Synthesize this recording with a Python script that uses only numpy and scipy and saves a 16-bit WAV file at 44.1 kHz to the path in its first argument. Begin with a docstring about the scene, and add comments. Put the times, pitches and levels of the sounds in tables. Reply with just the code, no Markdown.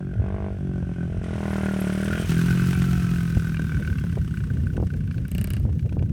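"""Dirt bike passing in wind

A small single-cylinder four-stroke comes over a mound, passes close and rolls away on a dirt track.
Gas pulses ring the silencer: a sharp bark on open throttle, a soft boom on shut throttle.
The piston knocks the casing every cycle, valves clatter, gears whine and tyres hiss on the dirt.
Wind buffets the microphone, harder as the bike leaves."""
import sys
import numpy as np
from scipy import signal
from scipy.fft import rfft, irfft, next_fast_len
from scipy.io import wavfile
from scipy.ndimage import uniform_filter1d, map_coordinates

SR = 44100
rng = np.random.default_rng(int(sys.argv[2]) if len(sys.argv) > 2 else 0)


def unload_audio(sound):
    """Save the sound as a 16-bit wav file, at the path given as the first command line argument."""
    columns = np.transpose(np.atleast_2d(sound))
    # keep every value between -1 and 1, then stretch to whole-number steps
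    steps = np.round(np.clip(columns, -1, 1) * 32767)
    wavfile.write(sys.argv[1], SR, steps.astype(np.int16))


N = 269875
T = np.arange(N) / SR

# Engine speed: t/s, firing rate/Hz
ENGINE_SPEED = [(0.0, 46.7), (0.24, 47.07), (0.37, 50.45), (0.54, 48.56), (0.66, 46.79), (0.8, 44.97),
                (1.0, 43.1), (1.25, 43.74), (1.33, 41.09), (1.52, 39.27), (1.72, 38.65), (1.87, 36.77),
                (2.2, 42.24), (2.33, 41.02), (2.46, 43.76), (2.8, 45.3), (3.3, 41.99), (3.87, 38.18),
                (4.3, 31.17), (4.93, 29.49), (5.16, 27.95), (5.5, 33.0), (5.7, 30.64), (6.12, 29.71)]
def engine_cycle():
    """Firing rate in Hz and running phase in cycles."""
    rate_hz = curves(ENGINE_SPEED)[0]
    return rate_hz, .71 + np.cumsum(rate_hz) / SR


# Throttle twists: opens/s, shuts/s, rise/s, fall/s, boom/dB, bark/dB, edge/dB
TWISTS = [(0.124, 0.587, 0.13, 0.098, -25.5, -28.5, -1.5), (1.077, 2.273, 0.34, 0.68, -22, -31, 2.5),
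          (5.287, 5.62, 0.087, 0.045, -18, -32, -19)]
def firings():
    """Firing times in s, one per cycle, and the throttle (0 shut, 1 open)."""
    _, cycles = engine_cycle()
    times = np.interp(np.arange(1, int(cycles[-1]) + 1), cycles, T)
    held = sum(1.0 * ((T > opens) & (T < shuts)) for opens, shuts, *_ in TWISTS)
    return times, uniform_filter1d(held, size=600)


def load():
    """Boom, bark and edge in dB: each twist rises, holds, eases, then floats, neither pushing nor sucking."""
    float_s, float_db = 0.046, 7.5
    rows = []
    for opens, shuts, rise, fall, *full_db in TWISTS:
        eased_db = np.subtract(full_db, [3.5, 4, 22.5])
        floating_db = eased_db - [float_db, float_db, 0]
        rows += [(opens, *eased_db), (opens + rise, *full_db), (shuts - fall, *full_db),
                 (shuts - float_s, *eased_db), (shuts, *floating_db)]
    return curves(sorted(rows))


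def silencer(kicks, share, spectrum, band):
    """One band of the silencer rung by gas pulses; rms 1 at full share."""
    full_rms = np.std(filtered(ring(kicks, spectrum), band))
    return filtered(ring(kicks * share, spectrum), band) / full_rms


# Pulse spectra (loaded, coasting, leaking forward with a hollow pipe note): f/Hz, level/dB
LOADED_SPECTRUM = [(30, -35.5), (78, -5.5), (115, -7), (155, -6.5), (192, 5.5), (240, -12.5), (340, -2),
                   (440, -4), (500, -14.5), (615, -2.5), (690, -13), (760, -9), (850, -18.5), (1060, -14),
                   (1280, -34), (1450, -14.5), (1700, -36), (2050, -23.5), (2800, -54.5), (6000, -108)]
COAST_SPECTRUM = [(30, -39.5), (88, -29), (132, 2.5), (172, 6.5), (220, -9), (300, -15), (375, -13.5),
                  (450, -29.5), (560, -38), (720, -43.5), (900, -55.5), (2000, -93.5)]
LEAK_SPECTRUM = [(30, -36), (200, -5), (340, -3), (430, -9.5), (510, -6.5), (578, -1), (640, -14.5),
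                 (750, -6.5), (850, -23.5), (1060, -19.5), (1250, -22.5), (1450, -22), (1900, -28),
                 (3000, -75), (6000, -108)]
# Stumbles: t/s, length/s, gain/dB
WEAK_FIRINGS = [(0.18, .03, -9), (0.845, .03, -8), (0.942, .036, -11), (1.19, .03, -8)]
def exhaust(times, throttle):
    """Gas pulses ring the silencer: a steep push under load, a round suck when coasting."""
    near_db, heading = ride()
    boom_db, bark_db, edge_db = load()
    shut = 1 - throttle
    bass, treble = lowpass(244, 8), highpass(244, 8)
    vigour = amp(swells(WEAK_FIRINGS))
    sucks = -vigour * beats(times - .0013, scatter_db=1.1, jitter_s=.00013)
    pushes = vigour * beats(times - .0003, scatter_db=.8, jitter_s=.00002)
    starved = vigour * beats(times - .0003, scatter_db=3, jitter_s=.0001)

    overrun_db = 6 * sum((T > shuts) * np.exp(-np.abs(T - shuts) / 0.024) for _, shuts, *_ in TWISTS)
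    boom = amp(-21.5 + overrun_db) * silencer(sucks, shut, COAST_SPECTRUM, bass)
    boom += amp(boom_db) * silencer(pushes, throttle, LOADED_SPECTRUM, bass)

    leak = 0.084 + 0.29 * np.maximum(heading, 0)
    putter = silencer(sucks, shut, COAST_SPECTRUM, treble)
    putter += silencer(starved, leak * shut, LEAK_SPECTRUM, treble)

    hot = 1.0 * (engine_cycle()[0] > 41.5)  # hotter gas at speed rings higher
    hot_spectrum = [(hz * 1.057, db) for hz, db in LOADED_SPECTRUM]
    bark = silencer(pushes, throttle * (1 - hot), LOADED_SPECTRUM, treble)
    bark += silencer(pushes, throttle * hot, hot_spectrum, treble)
    bark += amp(-1.5) * gas_rush(pushes * throttle)
    bark += (amp(edge_db) - 1) * filtered(bark, highpass(740, 8))  # more load, steeper pulse
    return amp(near_db) * (boom + amp(bark_db) * bark + amp(-35.5 + 6.5 * heading) * putter)


def gas_rush(pushes):
    """Gas rushes out behind each loaded pulse."""
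    spectrum = colour([(300, -1), (700, 2.5), (1150, -1.0), (2500, -10.5), (4000, -24), (16000, -57)])
    return filtered(noise() * bursts(pushes, attack_s=0.00062, decay_s=0.025), spectrum)


def ride():
    """Spreading loss in dB (0 when closest) and heading (1 coming, -1 leaving)."""
    pass_s, speed_m_per_s, closest_m = 2.506, 3.38, 2.354
    to_go_m = speed_m_per_s * (pass_s - T)
    distance_m = np.hypot(to_go_m, closest_m)
    return 20 * np.log10(closest_m / distance_m), to_go_m / distance_m


def engine_hidden():
    """1 while the mound screens the engine, then 0."""
    return 1.0 * (T <= 1.23)


def mechanics(times, throttle):
    """Piston and valves strike once a cycle over the whirr of the drive; under load they trail the bark."""
    _, heading = ride()
    whirr = amp(2.5 + 4.5 * heading - 3 * np.maximum(-heading, 0))
    hits_s = times - .0017 + 0.00442 * np.interp(times, T, throttle)
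    return piston_slap(hits_s, throttle, whirr) + valve_clatter(hits_s, whirr)


# Casing modes, coasting and loaded: f/Hz, width/Hz, level/dB
CASING_MODES = [(1327, 100, -12), (1512, 88, 7.5), (1587, 130, -1), (2110, 180, -19), (2500, 160, -14),
                (3120, 68, -28)]
LOADED_MODES = [(1420, 91, 6.5), (1560, 185, 2.5), (1970, 430, -7.5), (2540, 150, -8.5), (3170, 240, -13.5)]
# Casing ring: t/s, level/dB
SLAP_LEVEL = [(0.0, -53), (0.34, -59), (0.71, -56.5), (1.05, -49), (1.09, -57), (1.28, -50.5),
              (1.45, -49.5), (1.66, -39), (1.8, -43.5), (2.0, -42), (2.14, -33.5), (2.28, -50),
              (2.37, -36.5), (3.0, -45.5), (3.83, -40.5), (4.14, -53), (4.5, -58.5), (5.45, -71),
              (6.12, -64)]
# Random drift of that level: firing rate/Hz, signed depth/dB
SLAP_DRIFT = [(30, -2), (40, 1.87)]
def piston_slap(hits_s, throttle, whirr):
    """The piston rings the casing cleanly; loose parts chatter after it."""
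    def casing(force):
        return levelled(shaken(force * (1 - throttle), CASING_MODES) + shaken(force * throttle, LOADED_MODES))

    slaps = beats(hits_s + 0.00056, scatter_db=1.5, jitter_s=0.00014)
    chatter = noise() * (bursts(slaps, attack_s=0.0043, decay_s=0.0028) + 0.17 * whirr)
    knock = levelled(casing(slaps) + (.4 + .4 * whirr) * casing(chatter))
    drift_db = np.interp(engine_cycle()[0], *np.transpose(SLAP_DRIFT)) * wobble(11)
    return amp(curves(SLAP_LEVEL)[0] + drift_db) * knock


# Valve noise: f/Hz, level/dB
VALVE_SPECTRUM = [(300, 9.5), (600, -3), (850, -5), (1150, 3), (1850, 2.5), (2400, -0.5), (2800, 0.5),
                  (3200, -2.5), (3700, -7), (4300, -12.5), (6000, -8), (7200, -16), (8200, -10.5),
                  (11000, -18.5), (17000, -67)]
def valve_clatter(hits_s, whirr):
    """Valve taps are short noise bursts over the steady whirr of chain and gears."""
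    near_db, _ = ride()
    taps = beats(hits_s, scatter_db=5.5, jitter_s=0.00031)
    envelope = bursts(taps, attack_s=0.0014, decay_s=0.0035) + whirr
    clatter = levelled(filtered(noise() * envelope, colour(VALVE_SPECTRUM)))
    lash_db = 4 * swell(2.32, 0.06)  # the slack chain rattles once, on a throttle snap
    return amp(-38.5 + 1.4 * near_db - 6 * engine_hidden() + lash_db) * clatter


# Hard knocks: t/s, ping/dB, clank/dB
HARD_KNOCKS = [(3.544, -27, -42), (3.569, -35, -38), (3.72, -40, -51), (3.768, -29, -64), (3.824, -34, -53),
               (3.849, -33, -52), (3.874, -29, -41), (3.984, -34, -41.5), (4.124, -35, -49),
               (4.339, -34, -60), (4.371, -33, -45), (4.403, -38, -49), (4.437, -35, -53),
               (4.501, -33.5, -61), (4.569, -39, -63), (4.668, -34, -58), (4.701, -37, -55),
               (4.769, -36, -62), (4.902, -37, -52), (4.938, -38, -51), (5.006, -40.5, -54),
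               (5.075, -44, -55), (5.11, -40, -45), (5.142, -40, -52), (5.179, -42, -46),
               (5.251, -36.5, -47.5), (5.793, -59, -49), (5.892, -55, -50.5), (5.926, -55, -53.5),
               (5.991, -52.5, -48)]
# Clank of loose parts: f/Hz, width/Hz, level/dB
CLANK_MODES = [(1740, 120, 6.5), (2406, 220, 11.5), (2690, 180, 9), (3850, 250, -1), (4400, 360, -3)]
def knocks():
    """As the engine slows, single cycles knock hard: a casing ping and a soft clank of loose parts."""
    times, _, clank_db = np.transpose(HARD_KNOCKS)
    rattle = bursts(impulses(times, amp(clank_db)), attack_s=0.00099, decay_s=0.0042)
    clank = struck(rattle, lambda hz: resonances(CLANK_MODES)(hz) * lowpass(5500, 4)(hz))
    return clank + sum(blow(at + 0.00104, db, CASING_MODES, attack_s=0.0017) for at, db, _ in HARD_KNOCKS)


# Ticks under load at low speed: t/s, relative crack/dB, ping/Hz, relative clank/dB
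LOAD_TICKS = [(5.281, -37, 9600, -45), (5.3153, -28.5, 8100, -39), (5.349, -30.5, 8200, -32),
              (5.381, -28, 8300, -30.5), (5.4122, -26, 9600, -34), (5.4424, -23, 9530, -31.5),
              (5.4722, -30.5, 8140, -34.5), (5.5034, -24.5, 10100, -30.5), (5.535, -29, 10000, -32),
              (5.566, -38, 10400, -35.5), (5.598, -43, 8350, -51)]
# The crack, and the clear note in the clank: f/Hz, width/Hz, level/dB
CRACK_MODES = [(8400, 600, 2), (9950, 810, 2), (13400, 1500, 1)]
NOTE_MODES = [(2870, 90, -4), (1646, 110, -4.5), (4800, 220, -8)]
# Trailing rasp: f/Hz, level/dB
RASP_SPECTRUM = [(500, -4), (1200, 5), (1800, 5.5), (3000, -1), (3500, -5), (4600, -2), (6500, -12),
                 (8500, -6), (12000, -22), (17000, -31)]
def ticks():
    """Metal ticks: a bright ping and crack, then a lower ringing clank that trails off in a rasp."""
    times, crack_db, _, clank_db = np.transpose(LOAD_TICKS)
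    pings = sum(blow(at, db, [(hz, 380, 0), (13350, 460, 1)], attack_s=0.00058)
                for at, db, hz, _ in LOAD_TICKS)
    notes = sum(blow(at + .0006, db, NOTE_MODES, attack_s=.0007) for at, _, _, db in LOAD_TICKS)
    cracks, clanks = impulses(times, amp(crack_db)), impulses(times, amp(clank_db))
    rasp = unit(filtered(noise(), colour(RASP_SPECTRUM))) * bursts(clanks, attack_s=0.001, decay_s=0.018)
    snap = bursts(cracks, attack_s=0.0002, decay_s=0.00096)
    tail = 0.05 * bursts(cracks, attack_s=0.00069, decay_s=0.007)
    crack = struck(snap + tail, resonances(CRACK_MODES))
    clank = struck(bursts(clanks, attack_s=0.0006, decay_s=0.0034), resonances(CLANK_MODES))
    mix = amp(-2) * (pings + notes) + amp(-9.5) * crack + amp(-7) * clank + amp(-17.5) * rasp
    return filtered(mix, lowpass(16000, 24))


# Gear tones: multiple of firing rate, level/dB, side-on gain/dB, rear gain/dB
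GEAR_ORDERS = [(16.23, -11.5, 15.5, -8), (30.03, -4.5, 10.5, -1.5), (58, -4, -4, 5.5), (92.5, -12, -12, 10)]
def gear_whine():
    """Gear teeth sing louder with speed and are loaded hardest at each firing."""
    rate_hz, cycles = engine_cycle()
    near_db, heading = ride()
    throb = 1 + 0.41 * np.cos(2 * np.pi * cycles)
    level_db = -48 + 1.51 * near_db + 35 * np.log10(rate_hz / rate_hz.max()) - 7.5 * engine_hidden()
    side_on, behind = swell(3.02, 0.72), np.maximum(-heading, 0)
    tones = sum(amp(db + side_db * side_on + rear_db * behind) * narrowband(order * rate_hz, width_hz=60)
                for order, db, side_db, rear_db in GEAR_ORDERS)
    return amp(level_db) * throb * tones


# Squeaks: centre/s, length/s, f/Hz, level/dB
CHASSIS_SQUEAKS = [(1.52, 0.018, 11100, -51), (1.809, 0.013, 11360, -43.5), (1.88, 0.022, 8250, -54),
                   (2.17, 0.11, 1464, -44), (2.207, 0.11, 3100, -45), (2.206, 0.046, 8670, -48),
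                   (2.766, 0.044, 2480, -40), (4.35, 0.37, 8040, -72)]
def squeaks():
    """Chain and chassis squeak thinly over the bumps."""
    return sum(amp(db) * swell(at, length_s) * narrowband(hz, width_hz=8 * np.sqrt(hz))
               for at, length_s, hz, db in CHASSIS_SQUEAKS)


# Chain ring: f/Hz, width/Hz, level/dB
CHAIN_MODES = [(8630, 600, 0), (9600, 920, 0)]
def chain_sizzle():
    """The chain sizzles as it pulls over the mound."""
    sizzle = unit(filtered(noise() * amp(5.3 * wobble(150)), resonances(CHAIN_MODES)))
    return amp(-53) * swell(1.99, 0.89) * sizzle


def timing_chain():
    """The timing chain whirrs in step with the engine, heard from ahead."""
    near_db, heading = ride()
    whirr = narrowband(71 * engine_cycle()[0], width_hz=330)
    return amp(-61.5 + 1.34 * near_db) * np.maximum(heading, 0) * whirr


def grit(count):
    """Each flung grain is a tiny high ping."""
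    when, pitch, force = rng.random((count, 3)).T
    t = T[:SR // 80]
    hz, gain = 6500 + 9500 * pitch[:, None], amp(-1.5 + 14 * force[:, None] ** 3)
    pings = gain * np.sin(2 * np.pi * hz * t) * np.exp(-t / 0.0028)
    samples = (when * (N - len(t))).astype(int)[:, None] + np.arange(len(t))
    return np.bincount(samples.ravel(), pings.ravel(), N)


# Crushed dirt: f/Hz, level/dB
DIRT_SPECTRUM = [(1500, -6), (4000, 9), (7000, 5.5), (9500, 4), (12000, 2.5), (14000, 4.5), (17000, 0)]
def tyres():
    """Knobbly tyres crush the dirt: a grainy hiss, its top screened by the mound and from ahead."""
    crunch = noise() * amp(3.8 * wobble(500) + 1.8 * wobble(40))
    hiss = unit(unit(filtered(crunch, colour(DIRT_SPECTRUM))) + grit(count=160))
    screened = filtered(hiss, lowpass(10000, 10))
    near_db, heading = ride()
    hidden = np.interp(T, [1.34, 1.36], [1, 0])
    dull = np.maximum(hidden, 0.6 * heading)
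    return amp(-46 + 1.65 * near_db - 19 * hidden) * ((1 - dull) * hiss + dull * screened)


# Breeze: t/s, level/dB
BREEZE_LEVEL = [(0, -30), (1.35, -30.5), (1.55, -39), (2.0, -48), (2.15, -27), (3.3, -26), (4.4, -26),
                (5.5, -25), (6.12, -24.5)]
# Gusts and lulls: centre/s, length/s, gain/dB
GUST_SWELLS = [(0.2, 0.1, 11.5), (0.384, 0.26, 6), (1.004, .08, -7), (1.183, 0.053, 10), (2.513, 0.038, 6),
               (3.372, 0.046, 10.5), (3.737, 0.048, 8), (3.89, 0.031, 4), (4.29, 0.13, -3.5),
               (4.41, 0.018, 6.5), (4.511, 0.021, 7.5), (4.655, 0.17, 3.5), (4.805, 0.058, 2.5),
               (4.908, 0.059, -6.5), (5.296, 0.08, -5), (5.4, 0.042, 4), (5.647, 0.08, 1.5),
               (5.858, .05, 4), (6.008, 0.045, 5)]
# Turbulence: f/Hz, level/dB
RUMBLE_SPECTRUM = [(20, -61), (32, -34), (48, -4), (75, 1.5), (110, 1), (165, -5.5), (230, -11),
                   (330, -22.5), (480, -28.5), (800, -45), (2000, -104)]
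def wind():
    """Turbulence rumbles on the microphone; small eddies add flurries that grow with the gusts."""
    gust_db = swells(GUST_SWELLS) + 1.7 * wobble(14)
    rumble = levelled(filtered(noise(), colour(RUMBLE_SPECTRUM)), window=SR // 10)
    deep = filtered(rumble, lowpass(110, 8))
    flurry_db = -4 + 0.36 * gust_db + 5.4 * wobble(30)
    rumble += (amp(flurry_db) - 1) * filtered(rumble, highpass(330, 6))
    exposure = np.interp(T, [3.1, 3.7], [.25, 1])  # fuller as the microphone turns into the wind
    return amp(curves(BREEZE_LEVEL)[0] + gust_db) * (deep + exposure * (rumble - deep))


# Strong eddies: t/s, relative level/dB
EDDIES = [(0.828, -37), (2.554, -42), (3.371, -30.5), (3.49, -46), (3.596, -34.5), (3.745, -49),
          (4.041, -36.5), (4.172, -33), (4.177, -31.5), (4.413, -51), (4.509, -46), (4.779, -28.5),
          (4.801, -31), (4.827, -28.5), (4.833, -34), (5.653, -34), (5.692, -37), (5.924, -38.5),
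          (5.969, -32), (6.025, -33.5)]
def wind_pops():
    """An eddy is a brief push of air and a slower suck of equal volume; each sheds three weaker ones."""
    times, db = np.transpose(EDDIES)
    t = T[:SR // 20]
    push, suck = [u ** 2 * np.exp(-u) for u in (t / 0.00041, t / 0.0021)]
    eddy = push - suck * push.sum() / suck.sum()
    delays_s = rng.uniform(0.00097, 0.013, (len(times), 3)).T
    shed = sum(impulses(times + delay, amp(db - 13)) for delay in delays_s)
    pops = amp(16.5) * signal.fftconvolve(impulses(times, amp(db)) + shed, eddy / eddy.max())[:N]
    return filtered(pops, lambda hz: lowpass(1550, 6)(hz) * highpass(45, 4)(hz))


def amp(db):
    """Decibels to gain."""
    return 10 ** (np.asarray(db) / 20)


def unit(x):
    """x at rms 1."""
    return x / np.sqrt(np.mean(x ** 2) + 1e-20)


def levelled(x, window=SR // 6):
    """x at a running rms of 1; window in samples."""
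    return x / np.sqrt(np.abs(uniform_filter1d(x ** 2, size=window)) + 1e-12)


def curves(rows):
    """One value per sample for each column after the time."""
    times, *columns = np.transpose(rows)
    return [np.interp(T, times, column) for column in columns]


def swell(centre_s, length_s):
    """A bell-shaped rise and fall."""
    return np.exp(-(2 * (T - centre_s) / length_s) ** 2)


def swells(rows):
    """Summed bells, in dB."""
    return sum(db * swell(centre_s, length_s) for centre_s, length_s, db in rows)


def noise():
    """Fresh white noise."""
    return rng.standard_normal(N)


def wobble(rate_hz):
    """A smooth random curve with knots at rate_hz."""
    coarse = T[::8]
    knots = rng.standard_normal(int(N * rate_hz / SR) + 4)
    return np.interp(T, coarse, map_coordinates(knots, [coarse * rate_hz]))


def narrowband(hz, width_hz):
    """A fuzzy tone of rms 1 at a fixed or moving frequency."""
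    carrier = np.exp(2j * np.pi * np.cumsum(np.broadcast_to(hz, N)) / SR)
    return unit(((wobble(width_hz) + 1j * wobble(width_hz)) * carrier).real)


def lowpass(corner_hz, order):
    """Gain against frequency, one half at the corner."""
    return lambda hz: 1 / (1 + (hz / corner_hz) ** order)


def highpass(corner_hz, order):
    """Complement of the lowpass."""
    return lambda hz: 1 - lowpass(corner_hz, order)(hz)


def colour(points):
    """Gain against frequency from (Hz, dB) points on a log axis."""
    f, db = np.transpose(points)
    return lambda hz: amp(np.interp(np.log(hz + 1), np.log(f), db))


def resonances(modes):
    """Causal response of (Hz, width Hz, dB) modes."""
    return lambda f: sum(amp(db) * 1j * f * width / (hz * hz - f * f + 1j * f * width)
                         for hz, width, db in modes)


def filtered(x, response):
    """x through a frequency response."""
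    size = next_fast_len(N + SR // 2)
    return irfft(rfft(x, size) * response(np.fft.rfftfreq(size, 1 / SR)), size)[:N]


def ring(x, spectrum):
    """x through a minimum-phase body with the given spectrum."""
    size = 8192
    cepstrum = irfft(np.log(colour(spectrum)(np.fft.rfftfreq(size, 1 / SR))))
    cepstrum[1:size // 2] *= 2
    cepstrum[size // 2 + 1:] = 0
    return signal.fftconvolve(x, irfft(np.exp(rfft(cepstrum))))[:N]


def impulses(times, sizes):
    """Single-sample kicks at the given times."""
    inside = (times >= 0) & (times < T[-1])
    return np.bincount((times[inside] * SR).astype(int), sizes[inside], N)


def beats(times, scatter_db, jitter_s):
    """One kick per cycle, each a little off in size and time."""
    size, slip = rng.standard_normal((len(times), 2)).T
    return impulses(times + jitter_s * slip, amp(scatter_db * size))


def bursts(kicks, attack_s, decay_s):
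    """An envelope that jumps to about each kick's size and dies away."""
    t = T[:SR // 8]
    shape = (1 - np.exp(-t / attack_s)) * np.exp(-t / decay_s)
    return signal.fftconvolve(kicks, shape / shape.max())[:N]


def struck(envelope, response):
    """Noise bursts ring a body; rms 1 for a steady envelope of 1."""
    return filtered(noise() * envelope, response) / np.std(filtered(noise(), response))


def blow(at_s, peak_db, modes, attack_s):
    """One blow; each mode rings a little differently every time."""
    t = T[:SR // 30]
    hz, width, db = np.transpose(modes)[:, :, None]
    size, detune = rng.standard_normal((2, len(modes), 1))
    decays = amp(db + 1.8 * size) * np.exp(-np.pi * width * t)
    partials = decays * np.sin(2 * np.pi * (hz + 0.12 * width * detune) * t)
    tone = partials.sum(axis=0) * (1 - np.exp(-t / attack_s))
    out = np.zeros(N + len(t))
    out[int(at_s * SR):][:len(t)] = amp(peak_db) * tone / np.abs(tone).max()
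    return out[:N]


def shaken(x, modes):
    """x rings the modes, and their balance shifts from cycle to cycle."""
    t = T[:SR // 40]
    out = np.zeros(N)
    for k, (hz, width, db) in enumerate(modes):
        mode = (-1) ** k * width * np.exp(-np.pi * width * t) * np.sin(2 * np.pi * hz * t)
        out += signal.oaconvolve(x * amp(db + 2.5 * wobble(30)), mode)[:N]
    return out


def scene():
    """Bike, wind and a faint steady hiss in open country, with no echo."""
    times, throttle = firings()
    engine = exhaust(times, throttle) + mechanics(times, throttle) + knocks()
    drive = gear_whine() + squeaks() + chain_sizzle() + timing_chain()
    bike = engine + drive + ticks() + tyres()
    return (bike + wind() + wind_pops() + amp(-77) * noise())[None]


def record(dry):
    """Brick-wall band limit."""
    top_hz = 17100
    return np.array([filtered(x, lambda hz: hz < top_hz) for x in dry])


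dry = scene()
out = record(dry)
unload_audio(out)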